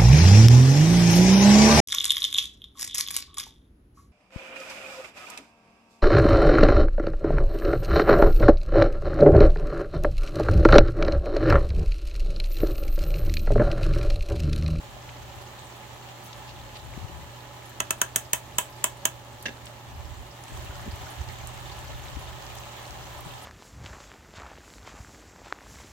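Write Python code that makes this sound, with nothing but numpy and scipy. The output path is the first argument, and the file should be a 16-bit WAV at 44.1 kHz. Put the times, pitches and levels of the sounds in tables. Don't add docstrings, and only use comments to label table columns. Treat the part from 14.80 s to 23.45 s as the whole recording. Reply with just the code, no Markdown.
import sys
import numpy as np
from scipy import signal
from scipy.fft import rfft, irfft
from scipy.io import wavfile
from scipy.ndimage import uniform_filter1d

SR = 44100
rng = np.random.default_rng(int(sys.argv[2]) if len(sys.argv) > 2 else 0)


def file_out(sig):
    cols = np.atleast_2d(sig).T
    lim = np.clip(cols, -1, 1)
    pcm = np.round(lim * 32767).astype(np.int16)
    wavfile.write(sys.argv[1], SR, pcm)


N = 381465
TIME = np.arange(N) / SR

SIMMER_DB = -54
LULL_S, LULL_FALL_S, LULL_DB = 1.9, 2, -1.6
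BOIL_S, BOIL_RISE_S, BOIL_DB = 5.6, 0.16, -51
BLIP_S = 0.033
CONTACT_S = 0.0024
SPOON_T60_S, PAN_T60_S = 0.017, 0.032
GUST_ATTACK_S, GUST_RELEASE_S = 0.023, 0.091
STILL_AIR_DB, STILL_AIR_PAN_DB = -58.5, -8.5
ROOM_T60_S, ROOM_DB = 0.17, -8.5
TOP_HZ = 15850


def undb(db):
    return 10 ** (np.asarray(db) / 20)


def unit(x):
    return x / np.sqrt(np.mean(x ** 2))


def unit_energy(x):
    return x / np.sqrt(np.sum(x[0] ** 2))


def add(out, s, x):
    i = int(s * SR)
    out[:, i:i + x.shape[1]] += x[:, :N - i]


def fade(t, t60):
    return np.exp(-np.log(1000) * t / t60)


def ramp(start, length):
    return np.clip((TIME - start) / length, 0, 1)


def pan(db):
    return undb(np.outer([.5, -.5], db))


def band(x, lo_hz, hi_hz, order=2):
    edges_hz = [lo_hz, min(hi_hz, SR / 2 - 1000)]
    return signal.sosfilt(signal.butter(order, edges_hz, "band", fs=SR, output="sos"), x)


def colour(x, points, peaks=(), size=8192):
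    f = np.arange(size // 2 + 1) * SR / size
    hz, db = np.transpose(points)
    curve_db = np.interp(np.log(f + 1), np.log(hz), db)
    curve_db = curve_db + sum(g / (1 + (2 * (f - c) / w) ** 2) for c, w, g in peaks)
    cepstrum = irfft(curve_db * np.log(10) / 20)
    cepstrum[1:size // 2] *= 2
    cepstrum[size // 2 + 1:] = 0
    response = irfft(np.exp(rfft(cepstrum)))
    return signal.fftconvolve(x, response[None], axes=1)[:, :x.shape[1]]


def ports(x, alike, corner_hz):
    f = np.arange(N // 2 + 1) * SR / N
    shared = np.clip(alike, 0, 1) / (1 + (f / corner_hz) ** 2)
    mid, side = rfft(x) * np.sqrt([1 + shared, 1 - shared])
    return irfft(np.array([mid + side, mid - side]), N)


def walk(rate):
    hold = int(SR / rate)
    steps = np.repeat(rng.standard_normal(N // hold + 2), hold)
    return unit(uniform_filter1d(steps, hold)[:N])


def bursts(rate, spread_db, count=60000):
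    out = np.zeros((2, N))
    when, alive, lag = rng.random((count, 3)).T
    size = undb(spread_db * np.minimum(rng.exponential(size=count), 6))
    size = size * (alive < rate * N / SR / count)
    for channel, delay in enumerate((0, 24 * (lag - .5))):
        places = (when * N + delay).astype(int) % N
        np.add.at(out[channel], places, size * rng.standard_normal(count))
    return unit(out)


def ring(hz, cycles):
    age = np.arange(int(cycles / hz * SR)) * hz / cycles / SR
    return np.sin(2 * np.pi * cycles * age * (1 + 0.14 * age)) * fade(age, 0.92)


def bubbles(rate, low_hz, high_hz, cycles, spread_db, count=3000):
    out = np.zeros((2, N))
    for when, alive, pitch, size, side in rng.random((count, 5)):
        if alive < rate * N / SR / count:
            hz = low_hz * (high_hz / low_hz) ** pitch
            strength = undb(-spread_db * np.log(size + 0.0082))
            add(out, when * N / SR, pan(10 * (side - .5)) * ring(hz, cycles) * strength)
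    return unit(out)


def spit(hz, t60, spread, size=2048):
    t, f = np.arange(size) / SR, np.arange(size // 2 + 1) * SR / size
    hump = np.exp(-(np.log((f + 1) / hz) / spread) ** 2)
    tear = irfft(rfft(rng.standard_normal((2, size))) * hump)
    return unit(tear) * np.minimum(t / 0.0009, 1) * fade(t, t60)


def crackle(rate, spread_db, count=1800):
    out = np.zeros((2, N))
    for when, alive, pitch, size, length, side in rng.random((count, 6)):
        if alive < rate * N / SR / count:
            strength = undb(-spread_db * np.log(size + .1) - 4 * pitch)
            tear = spit(1900 * 7.6 ** pitch, 0.019 + 0.12 * length, spread=0.18)
            add(out, when * N / SR, strength * pan(8 * (side - .5)) * tear)
    return unit(out)


def strike(t, t60):
    t = np.maximum(t, 0)
    return np.minimum(t / CONTACT_S, 1) ** 2.7 * fade(t, t60)


def chatter(contact, t, t60):
    spectrum = rfft(rng.standard_normal((2, len(t))) * contact)
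    even = irfft(spectrum / np.abs(spectrum), len(t))
    return unit_energy(even * np.minimum(t / 0.003, 1) * fade(t, t60))


def same_bass(x, corner_hz):
    return band(x[0], 24, corner_hz, order=3) + band(x, corner_hz, 13700, order=3)


def fan():
    # pitch in Hz, rms level in dB about which it wavers, before panning.
    hum_tones = [(120.3, -50), (425.3, -71.5), (586.8, -68), (850.6, -59.5), (1696, -89)]
    # frequency in Hz, relative density in dB per Hz.
    air_colour = [(25, -21.5), (70, 6.5), (130, 3), (200, -2), (370, -1), (460, -7.5), (580, 2.5),
                  (680, -7), (830, 0), (1100, -6), (1500, -20), (1750, -11), (3000, -22.5), (12000, -27)]
    air = ports(rng.standard_normal((2, N)), alike=0.96, corner_hz=1170)
    air = unit(colour(air, air_colour))
    tones = 0
    for hz, db in hum_tones:
        level = undb(db + 1.0 * walk(3.67))
        phase = 2 * np.pi * np.cumsum(hz + 1.18 * walk(6)) / SR
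        tones = tones + level * np.sqrt(2) * np.sin(phase)
    return undb(-49) * air * pan(-2.5) + tones * pan(-3.5)


def draught():
    # start in seconds, length in seconds, level in dB,
    # left minus right in dB.
    gusts = [(0.0, 0.57, -53.5, 11), (1.554, 0.39, -50, 5), (1.996, 0.44, -47.5, 15),
             (5.05, 0.35, -43, -4.5), (5.69, 0.56, -42.5, 4), (6.355, 0.59, -45, -8.5),
             (6.97, 0.48, -44, 9), (7.422, 0.42, -47.5, -3), (8.08, 0.45, -49.5, 10)]
    power = (undb(STILL_AIR_DB) * pan(STILL_AIR_PAN_DB)) ** 2
    for s, length, db, side_db in gusts:
        swell = ramp(s, GUST_ATTACK_S) * (1 - ramp(s + length, GUST_RELEASE_S))
        power = power + (undb(db) * pan(side_db) * swell) ** 2
    return np.sqrt(power)


def rumble():
    # frequency in Hz, relative density in dB per Hz.
    flutter_colour = [(20, -26), (40, -3.5), (70, 2), (100, -4), (150, -10.5), (250, -27), (500, -43),
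                      (1000, -60)]
    # crest in seconds, level in dB, pitch in Hz, left minus right in dB,
    # rustle relative to the thump in dB.
    low_thumps = [(2.178, -40, 197, 15, -4), (2.226, -37, 80, 10, -17), (2.247, -33, 106, 18, -22),
                  (2.298, -45, 150, 15, -3), (2.37, -40, 90, 12, -20), (2.389, -41, 115, 12, -20),
                  (5.121, -39, 83, -7, -23), (5.2, -41, 74.6, -11, -23), (5.314, -37.5, 65, -13, -23),
                  (5.722, -38, 346, 17, -3), (5.75, -37, 79.5, -8, -20), (5.795, -35, 70, -15, -23),
                  (5.904, -32, 70, -3, -15.5), (6.066, -37, 200, -3, -3), (6.08, -31, 195, 0, -5),
                  (6.095, -31, 70, -9, -18), (6.139, -27, 86, 2, -20), (6.185, -42, 85, -1, -24),
                  (6.243, -37, 105, -2, -22), (6.412, -24.5, 74, -6, -28), (7.155, -33, 62.6, -5, -25),
                  (7.37, -35.5, 60, 13.5, -19), (7.371, -38.5, 240, 10, -3), (8.469, -36, 139, 15, -12)]
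    flutter = ports(rng.standard_normal((2, N)), alike=0.19, corner_hz=300)
    flutter = unit(colour(flutter, flutter_colour))
    out = draught() * flutter * undb(0.93 * walk(22))
    t = np.arange(-SR // 20, SR // 20) / SR
    for s, db, hz, side_db, rustle_db in low_thumps:
        rustle = unit(band(rng.standard_normal((2, len(t))), 160, 354, order=3))
        tone = np.sin(2 * np.pi * (hz * t + rng.random()))
        swell = np.exp(-(t * hz / 0.83) ** 2)
        push = swell * (tone + undb(rustle_db) * rustle)
        add(out, max(s + t[0], 0), undb(db) * pan(side_db) * push)
    return out


def heat():
    gentle_db = SIMMER_DB + LULL_DB * ramp(LULL_S, LULL_FALL_S)
    return gentle_db + (BOIL_DB - gentle_db) * ramp(BOIL_S, BOIL_RISE_S)


def simmer():
    # frequency in Hz,
    # relative density in dB per Hz.
    simmer_colour = [(180, -27), (300, -11.5), (372, -1.5), (454, -13.5), (563, -7), (798, -1.5),
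                     (1500, -10), (1770, -11.5), (2050, -9.5), (3610, -11.5), (4710, -18.5), (7130, -12.5),
                     (9450, -27), (13400, -20), (15800, -21.5)]
    # frequency in Hz, width in Hz, lift in dB.
    hollow = [(568, 59, 4.5), (811, 77, 3.5), (1025, 64, 4), (1255, 170, 5), (1750, 180, 8),
              (3020, 730, 3.5), (4320, 1170, 5), (8140, 600, 3)]
    level_db = heat()
    vigour_db = level_db - level_db.mean()
    films = bursts(rate=4200, spread_db=1.2)
    steam = rng.standard_normal((2, N))
    boil = ports(films + undb(-1.0) * steam, alike=0.34, corner_hz=1510)
    boil = colour(boil, simmer_colour, hollow)
    boil = boil * undb(.6 * walk(25)) / band(boil, 2000, 5000).std()
    blips = bubbles(rate=150, low_hz=596, high_hz=4150, cycles=27, spread_db=5.0)
    gurgle = bubbles(rate=45, low_hz=558, high_hz=1440, cycles=19.5, spread_db=2.5)
    gurgle = gurgle * undb(1.1 * vigour_db)
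    spits = crackle(rate=130, spread_db=6.5) * undb(0.34 * vigour_db)
    mix = undb(1.5) * boil + undb(-7.0) * blips + undb(-9) * gurgle + undb(-5) * spits
    return undb(level_db) * mix


def pops():
    # start in seconds, level in dB before a common 0.5 dB lift,
    # centre in Hz, 60 dB decay in seconds.
    snaps = [(.0927, -48, 3000, .015), (0.2897, -37, 2260, 0.032), (1.288, -40, 3230, 0.017),
             (1.529, -36.5, 3600, 0.028), (2.398, -41, 3000, .015), (4.625, -37.5, 10000, 0.034),
             (4.856, -40, 7300, 0.028), (4.867, -38, 3330, 0.029), (5.638, -33, 6800, 0.0099),
             (5.681, -38, 3000, 0.013), (5.773, -42, 8000, 0.023), (5.846, -45, 9500, .03),
             (5.955, -35, 4500, 0.0087), (5.995, -38, 940, 0.055), (6.148, -43, 12000, .008),
             (6.158, -38, 12000, .015), (6.407, -44, 2800, .014), (6.4875, -35, 3500, .016),
             (6.672, -27, 8900, 0.01), (6.8966, -40, 3300, 0.013), (6.990, -34, 9000, 0.0088),
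             (7.283, -35.5, 3500, 0.014), (7.623, -40, 5500, 0.015), (7.665, -34.5, 4280, 0.014),
             (7.785, -36, 6000, 0.014), (7.752, -36, 13000, 0.017), (8.107, -33, 5800, 0.009),
             (8.387, -44, 13000, .02), (8.405, -39, 13000, .03)]
    # start in seconds, peak level in dB, starting pitch in Hz.
    round_bubbles = [(0.289, -45, 1480), (0.289, -42, 2150), (1.226, -47, 2720), (1.53, -41, 3870),
                     (5.638, -50, 1400), (5.953, -38, 1360), (6.268, -37, 1400), (6.609, -42, 625),
                     (6.858, -41, 3540), (6.898, -39, 3510), (7.146, -43, 3510), (7.282, -42, 3640),
                     (7.477, -40, 3510), (8.21, -38, 1360)]
    out = np.zeros((2, N))
    for s, db, hz, t60 in snaps:
        add(out, s, undb(db + 0.5) * spit(hz, t60, spread=0.59))
    for s, db, hz in round_bubbles:
        add(out, s, pan(0) * undb(db) * ring(hz, cycles=hz * BLIP_S))
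    return out


def scrapes():
    # start in seconds, length in seconds, level in dB at mid-stroke,
    # centre in Hz.
    strokes = [(1.424, 0.066, -51, 12500), (1.52, 0.059, -64, 3400), (1.666, .06, -49.5, 3800),
               (1.935, 0.054, -47, 3600)]
    out, grit = np.zeros((2, N)), bursts(rate=1800, spread_db=-2)
    for s, length, db, hz in strokes:
        stroke = np.sin(np.pi * ramp(s, length))
        out += undb(db) * stroke * unit(band(grit, 0.64 * hz, 1.3 * hz))
    return out


def bumps():
    # start in seconds, level in dB before a common 12 dB cut,
    # favoured pitch in Hz, its lift in dB.
    touches = [(4.655, -29.5, 1660, 10), (4.6585, -27.5, 2800, 7), (4.6625, -29, 1700, 5),
               (4.6684, -34, 1700, 3), (4.682, -36, 1900, 8), (4.690, -38, 230, 14)]
    # frequency in Hz, relative density in dB per Hz.
    dull_colour = [(60, -12), (250, -7), (400, -7), (850, -9.5), (1200, -18), (1750, -8.5), (3000, -8.5),
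                   (4300, -13), (6000, -15.5), (9000, -32), (15000, -37)]
    # frequency in Hz, width in Hz, lift in dB.
    pan_modes = [(546, 130, 7), (1390, 120, 9), (1673, 130, 10), (1950, 220, 4), (2300, 130, 3),
                 (2720, 150, 9), (3560, 140, 7), (5900, 220, 7)]
    out, t = np.zeros((2, N)), np.arange(SR // 10) / SR
    for s, db, hz, lift_db in touches:
        clack = same_bass(chatter(fade(t, 0.015), t, t60=0.084), corner_hz=900)
        blow = colour(clack, dull_colour, list(pan_modes) + [(hz, 200, lift_db)])
        add(out, s, undb(db - 12) * unit(blow))
    bottom = np.sin(2 * np.pi * pan_modes[0][0] * t) * strike(t, t60=0.043)
    add(out, touches[0][0], undb(-27.5) * pan(0) * bottom)
    return out


def taps():
    # start in seconds, body, mid, ring and top balance in dB,
    # favoured body pitch in Hz, its lift in dB, favoured ring pitch in Hz, its lift in dB,
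    # rebound delay in seconds, rebound strength from 0 to 1, ring length as a factor.
    knocks = [(3.0009, -1.5, 0, -2, -12.5, 1290, 7, 6200, 7, 0.0022, 0.3, 0.33),
              (3.105, -0.5, -1.5, 5, -6.5, 1340, 4, 8570, 0, 0.001, 0.6, 0.36),
              (3.2139, 1.5, 1, 5, -3, 1520, 10, 6180, 7.5, 0.0025, 0.35, 0.39),
              (3.358, 0, -1.5, 7, -1.5, 1410, 3, 7650, 0, 0.0043, 0.4, 0.77),
              (3.5306, 0.5, 0.5, 6, 0, 920, 2, 6310, 0.5, 0.0014, 0.35, 0.76),
              (3.7821, -1, 1.5, 2.5, -2.5, 950, 5, 7640, 10, 0.0034, 0.2, 0.87),
              (4.0396, 0.5, 1.5, 3.5, -3.5, 990, 3.5, 7530, 9.5, 0.0039, 0.37, 0.75),
              (4.2517, 2, 2, 5, -1.5, 1210, 1, 6540, 5, 0.0026, 0.4, 0.49)]
    # frequency in Hz, width in Hz, lift in dB, left minus right in dB.
    spoon_modes = [(390, 135, 8.5, 0), (586, 104, 11.5, -10), (655, 73, 11.5, 15), (820, 83, 8, 3),
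                   (972, 155, 15.5, -4.0), (1160, 126, 6.5, -0.5), (1330, 97, 6.5, 0), (1420, 97, 3.5, 0.5),
                   (1730, 270, 13, -1), (1985, 190, 3, -9), (2210, 140, 8, -5), (2624, 154, 14.5, 2.5),
                   (3083, 390, 16, -1.6), (3450, 131, 7, -9), (3800, 290, 7, -4.4), (6470, 470, 9.5, -4),
                   (6920, 250, 7.5, 7), (7930, 660, 8, -8), (8510, 440, 6.5, 10), (9200, 230, 5, -3.0),
                   (9530, 291, 11.5, 1), (11316, 610, 7.5, -1), (12400, 314, 3.5, -9), (14400, 409, 7, 3),
                   (15700, 402, 0, -1)]
    # frequency in Hz, relative density in dB per Hz.
    contact_colour = [(150, 5), (500, -7), (750, -11), (1100, -2.0), (2400, -1.1), (4400, -8.5), (5800, -2),
                      (9000, -2), (10200, -5), (12000, 2.5), (13000, 0), (15800, 7)]
    out, t = np.zeros((2, N)), np.arange(SR // 5) / SR
    for (s, body_db, mid_db, ring_db, top_db, body_hz, body_lift_db, ring_hz, ring_lift_db,
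         rebound_s, rebound, length) in knocks:
        contact = np.hypot(strike(t, SPOON_T60_S), rebound * strike(t - rebound_s, SPOON_T60_S))
        spoon = band(chatter(contact, t, t60=0.032), 2570, 18000)

        body = chatter(strike(t - .0005, PAN_T60_S), t, t60=0.087)
        body = band(same_bass(body, corner_hz=730), 137, 2050)

        shiver = rng.standard_normal((2, len(t))) * strike(t, 0.19 * length)
        shiver = band(unit_energy(shiver), 1400, 20000, order=1)

        blow = undb(3.2) * spoon + undb(0.85) * body + undb(-4.0) * length * shiver
        blow = blow + 0.074 * blow[::-1]
        heard = []
        for port, side in zip(blow, (.5, -.5)):
            modes = [(hz, width, db + side * side_db) for hz, width, db, side_db in spoon_modes]
            heard.append(colour(port[None], contact_colour, modes))
        balance = [(900, body_db), (3000, mid_db), (7500, ring_db), (14000, top_db)]
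        favoured = [(body_hz, 350, body_lift_db), (ring_hz, 700, ring_lift_db)]
        add(out, s, colour(np.vstack(heard), balance, favoured))
    return out


def kitchen(x):
    # delay in seconds, spread in seconds, level in dB.
    wall_echoes = [(0.0068, 0.00087, -19.5), (0.02, 0.0063, -25)]
    t = np.arange(SR // 2) / SR
    tail = rng.standard_normal((2, len(t))) * fade(t, ROOM_T60_S) * np.clip((t - .003) / 0.0021, 0, 1)
    tail_colour = [(200, 3.5), (1000, 3.0), (3000, -3.0), (8000, -8.0), (15000, -7.0)]  # (Hz, dB)
    response = undb(ROOM_DB) * colour(unit_energy(tail), tail_colour)
    for s, spread_s, db in wall_echoes:
        wall = rng.standard_normal((2, len(t))) * np.exp(-((t - s) / spread_s) ** 2)
        response = response + undb(db) * unit_energy(wall)
    return x + signal.fftconvolve(x, response, axes=1)[:, :N]


def scene():
    cooking = simmer() * pan(-1.2) + pops() + scrapes() + bumps() + taps()
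    return fan() + rumble() + kitchen(cooking)


def record(dry):
    rounded = .8 * np.tanh(dry / .8)
    return signal.sosfilt(signal.ellip(10, .2, 70, TOP_HZ, fs=SR, output="sos"), rounded)


dry = scene()
out = record(dry)
file_out(out)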